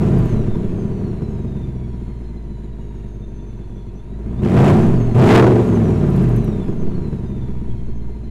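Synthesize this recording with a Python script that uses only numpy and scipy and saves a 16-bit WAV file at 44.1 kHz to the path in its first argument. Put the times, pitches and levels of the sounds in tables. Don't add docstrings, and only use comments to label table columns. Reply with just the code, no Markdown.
import sys
import numpy as np
from scipy import signal
from scipy.fft import rfft, irfft, next_fast_len
from scipy.io import wavfile
from scipy.ndimage import uniform_filter1d

SR = 44100
rng = np.random.default_rng(int(sys.argv[2]) if len(sys.argv) > 2 else 0)


def master(y):
    cut = np.clip(np.atleast_2d(y).T, -1, 1)
    pcm = np.round(cut * 32767)
    wavfile.write(sys.argv[1], SR, pcm.astype(np.int16))


N = 366030
TIME = np.arange(N) / SR


def undb(db):
    return 10 ** (np.asarray(db) / 20)


def unit(x):
    return x / np.sqrt(np.mean(x ** 2))


def steady(x, size=6000):
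    power = uniform_filter1d(uniform_filter1d(x ** 2, size), size)
    return x / np.sqrt(power + 1e-18)


def noise():
    return rng.standard_normal(N)


def walk(rate):
    points = rng.standard_normal(4000)
    return unit(np.interp(TIME * rate, np.arange(len(points)), points))


def swell(s, half_s):
    return np.exp(-((TIME - s) / half_s) ** 2)


def band(x, low_hz, high_hz, order=3):
    return signal.sosfilt(signal.butter(order, [low_hz, high_hz], "band", fs=SR, output="sos"), x)


def ring(x, modes):
    out = 0
    for k, (hz, width_hz, db) in enumerate(modes):
        resonance = signal.lfilter(*signal.iirpeak(hz, hz / width_hz, SR), x)
        out = out + (-1) ** k * undb(db) * resonance
    return out


def colour(x, points):
    hz, db = np.transpose(points)
    size = next_fast_len(N)
    f = np.arange(size // 2 + 1) * SR / size
    gain = undb(np.interp(np.log(f + 1), np.log(hz), db))
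    return irfft(rfft(x, size) * gain, size)[:N]


def lookup(hz, table):
    points, *columns = np.transpose(table)
    return [np.interp(np.log(hz), np.log(points), column) for column in columns]


# time in seconds, speed in firings per second.
ENGINE_SPEED = [(0, 158), (.5, 99), (1.3, 72), (2, 59), (3.4, 48.3), (3.951, 46.4), (4.39, 64.7),
                (4.6, 136.6), (4.85, 173.4), (5, 117.6), (5.152, 115), (5.3, 180.5), (5.42, 201),
                (5.6, 189.4), (6.2, 134.7), (6.4, 111.4), (7.25, 67.7), (7.8, 58.6), (8.3, 55.8)]


def firing_rate():
    s, hz = np.transpose(ENGINE_SPEED)
    return 1 / np.interp(TIME, s, 1 / hz)


# pressed in seconds, released in seconds,
# throttle depth from 0 to 1.
PEDAL_PRESSES = [(4.115, 4.408, 0.22), (4.419, 4.692, 0.58), (5.142, 5.377, 0.85)]
ATTACK_S, RELEASE_S = 0.0097, 0.12
FIRST_GULP = 0.57


def throttle():
    load = 0
    for on, off, depth in PEDAL_PRESSES:
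        attack = 1 - np.exp(-np.clip(TIME - on, 0, None) / ATTACK_S)
        build = np.interp(TIME, [on, off], [FIRST_GULP, 1])
        release = np.exp(-np.clip(TIME - off, 0, None) / RELEASE_S)
        load = load + depth * attack * build * release
    return load


# bank (1 near, 0 far), relative strength in dB, header delay in ms.
CYLINDERS = [(1, -1, 0.67), (0, -3, 1.68), (0, 1, 1.456), (1, 3.5, 0.53), (0, -2.5, 1.946), (1, -2, 0.24),
             (1, -2, 0.89), (0, 2, 1.377)]


def firings(cycle, opening, scatter_db, jitter_ms):
    count = np.arange(int(cycle[-1] * len(CYLINDERS)) - 1)
    _, db, delay_ms = np.array(CYLINDERS)[count % len(CYLINDERS)].T
    chance = rng.standard_normal((len(count), 2))
    valve_opens = np.interp(count / len(CYLINDERS) + opening, cycle, np.arange(N))
    at = valve_opens + (delay_ms + jitter_ms * chance[:, 0]) * SR / 1000
    at = np.clip(at, 0, N - 2)
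    size = undb(db + scatter_db * chance[:, 1])
    whole, part = at.astype(int), at % 1
    return np.bincount(whole, size * (1 - part), N) + np.bincount(whole + 1, size * part, N)


def puffs(pulses, decay_s=0.011, leak=1.0):
    flow = signal.lfilter([1], [1, -np.exp(-1 / (decay_s * SR))], pulses)
    return steady((steady(flow) + leak) * noise())


# multiple of the engine cycle, level in dB at idle before the passage,
# dB gained per doubling of speed, dB gained at full throttle.
DEEP_TONES = [(3, -36.5, 12, -21), (5, -40, 12, 8.5), (8, -30.5, 3.5, 13), (10, -54, 17.5, 18.5),
              (11, -50.5, 18, 6.5), (13, -51, 12, 15), (16, -33.5, 1, 17.5), (19, -41.5, 9, 13)]
# frequency in Hz, gain in dB with both banks in step,
# gain in dB for the limping rhythm.
EXHAUST_PASSAGE = [(18, -8, -18), (28, -1.5, -8), (45, -2, 0), (59.6, 1, -11.5), (83.6, -6, -9),
                   (96, -10, 0), (118, 4.5, 0.5), (163, -14, 0.5), (206, -2.5, -2), (288, -21.5, -16),
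                   (345, -9.5, -10.5)]
IDLE_HZ = 47


def drone(cycle, hz, load, lag=0.0756):
    near, strength_db, _ = np.transpose(CYLINDERS)
    rhythm = np.angle(np.fft.fft((near > .5) * undb(strength_db)))
    out = 0
    for k, idle_db, rise_db, push_db in DEEP_TONES:
        in_step_db, limping_db = lookup(k * hz / len(CYLINDERS), EXHAUST_PASSAGE)
        passage_db = limping_db if k % len(CYLINDERS) else in_step_db
        db = idle_db + rise_db * np.log2(hz / IDLE_HZ) + push_db * load + passage_db
        phase = 2 * np.pi * k * (cycle - lag) + rhythm[k % len(CYLINDERS)]
        out = out - np.sqrt(2) * undb(db) * np.cos(phase)
    return out


# frequency in Hz, width in Hz, relative level in dB.
BOOM_MODES = [(110.7, 30, -3), (201.2, 36.5, 0), (215.9, 45.8, -1.5)]
BARK_MODES = [(341.4, 27.8, 1.16), (367, 32.2, 2.3), (416.4, 71, -4)]


def pipes(pulses, gas, boom_db, bark_db):
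    boom = band(ring(undb(-3) * gas - pulses, BOOM_MODES), 91.7, 286.6)
    bark = band(ring(undb(-1.5) * gas - pulses, BARK_MODES), 292, 514)
    return steady(boom) * undb(boom_db) + steady(bark) * undb(bark_db)


# frequency in Hz, relative gain in dB.
RASP_COLOUR = [(380, -22), (520, 0), (660, 9), (850, -3.5), (1000, -0.5), (1200, -5), (2000, -12.5),
               (2600, -14.5), (3300, -21), (5000, -28.5), (7000, -27), (11000, -35.5), (15500, -43)]
PIPE_ECHO_HZ = 196.9


def rasp(pulses, gas, db, echo=0.19):
    source = gas + undb(-13.5) * band(pulses, 280, 2000, order=1)
    trip = int(SR / PIPE_ECHO_HZ)
    echoes = sum(echo ** k * np.pad(source, (k * trip, 0))[:N] for k in range(1, 4))
    return steady(colour(source + echoes, RASP_COLOUR)) * undb(db)


def cracks(pulses, load, db=-12, steepness=4.6, edge_db=-2):
    bursts = puffs(pulses, decay_s=0.0045, leak=.1) + undb(edge_db) * pulses
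    return steady(band(bursts, 780, 2370, order=2)) * undb(db) * load ** steepness


# speed in firings per second, pipe boom in dB,
# pipe bark in dB, gas rasp in dB.
SHUT_LEVELS = [(47.5, -35.5, -43, -54.5), (56.32, -31.5, -42.5, -54), (67.4, -25, -36, -47.5),
               (77.92, -24, -31, -44.5), (96.6, -19.5, -29, -41), (127, -15.5, -24.5, -34),
               (169.6, -16, -21.5, -32.5), (199.46, -16.5, -14.5, -34)]
PUSH_BOOM_DB, PUSH_BARK_DB, PUSH_RASP_DB = 18.5, 19, 24
# centre in seconds, half length in seconds, depth in dB.
NOTE_DIPS = [(0.29, 0.023, -7), (4.037, 0.045, -5), (5.067, 0.097, -2), (5.141, 0.011, -8.5),
             (5.657, 0.026, -7)]


def exhaust(cycle, hz, load):
    pulses = steady(firings(cycle, opening=.05, scatter_db=2.8, jitter_ms=0.15))
    gas = puffs(pulses)
    boom_db, bark_db, rasp_db = lookup(hz, SHUT_LEVELS)
    body = drone(cycle, hz, load)
    body = body + pipes(pulses, gas, boom_db + PUSH_BOOM_DB * load, bark_db + PUSH_BARK_DB * load)
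    dip_db = sum(db * swell(s, half_s) for s, half_s, db in NOTE_DIPS)
    return body * undb(dip_db) + rasp(pulses, gas, rasp_db + PUSH_RASP_DB * load) + cracks(pulses, load)


# multiple of the base pitch, relative level in dB.
WHINE_TONES = [(2, 0), (3, -1), (4, -4.5), (5, -8.5), (6, -14), (7, -5.5)]
# frequency in Hz, width in Hz, relative level in dB.
HOUSING_MODES = [(2080, 200, -5), (3550, 330, -3.5), (4104, 310, -3), (6300, 560, -3)]


def alternator(cycle, hz, multiple=146.4, rise=0.88, db=-60):
    turn = 2 * np.pi * multiple * cycle
    tones = 0
    for k, tone_db in WHINE_TONES:
        audible = k * multiple * hz / len(CYLINDERS) < SR / 2
        level = undb(tone_db + 4.2 * walk(45))
        tones = tones + level * np.sin(k * turn + 0.24 * k * walk(130)) * audible
    sung = band(ring(tones, HOUSING_MODES), 1900, 7200)
    return undb(db) * sung * (hz / hz.min()) ** rise


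# frequency in Hz, relative gain in dB.
BAY_COLOUR = [(300, -0.5), (820, -15), (940, 12.5), (1080, -14.5), (1700, -7.5), (2500, -11), (3000, -16),
              (4100, -13.5), (5000, -28), (7000, -19.5), (8300, -30), (9800, -21.5), (10800, -29),
              (15000, -44)]


def engine_bay(cycle, hz, slowest_db=-56, rise=1.0, clatter=0.16):
    valves = 1 + clatter * np.cos(2 * np.pi * len(CYLINDERS) * cycle)
    hiss = unit(colour(noise() * valves, BAY_COLOUR))
    return hiss * undb(slowest_db + 0.89 * walk(11)) * (hz / hz.min()) ** rise


# time in seconds, level in dB before the common gain.
SHIELD_TICKS = [(0.186, -40), (0.256, -43), (6.102, -45), (6.162, -42), (6.2254, -41), (6.2901, -41),
                (6.3619, -36.5), (6.4439, -39)]


def heat_shield(decay_s=0.0058, gain_db=-7):
    blows = np.zeros(N)
    for s, db in SHIELD_TICKS:
        blows[int(s * SR)] += undb(db + gain_db)
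    fade = signal.lfilter([1], [1, -np.exp(-1 / (decay_s * SR))], blows)
    return fade * unit(band(noise(), 8300, 14000, order=2))


# peak in seconds, half length in seconds, level in dB added to the calm.
BREEZE_GUSTS = [(0.517, 0.27, -23), (4.935, 0.17, -17.5), (6.865, 0.16, -17), (7.795, 0.38, -21.5)]
CALM_DB = -36


def breeze():
    strength = undb(CALM_DB) + sum(undb(db) * swell(s, half_s) for s, half_s, db in BREEZE_GUSTS)
    # frequency in Hz, relative gain in dB.
    rumble = [(1, -3), (5, -11.5), (12, -17), (25, -30.5), (60, -38.5), (300, -75), (2000, -120)]
    return steady(colour(noise(), rumble)) * strength


def scene():
    hz, load = firing_rate(), throttle()
    cycle = np.cumsum(hz) / SR / len(CYLINDERS)
    engine = exhaust(cycle, hz, load) + alternator(cycle, hz) + engine_bay(cycle, hz)
    return (engine + heat_shield() + breeze())[None]


TOP_HZ, FADE_S = 15700, .005


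def record(dry, ceiling=0.45, knee=24.0):
    clipped = dry / (1 + np.abs(dry / ceiling) ** knee) ** (1 / knee)
    fade = np.clip((TIME[-1] - TIME) / FADE_S, 0, 1)
    top_cut = signal.ellip(10, .1, 80, TOP_HZ, fs=SR, output="sos")
    return signal.sosfilt(top_cut, clipped * fade)


dry = scene()
out = record(dry)
master(out)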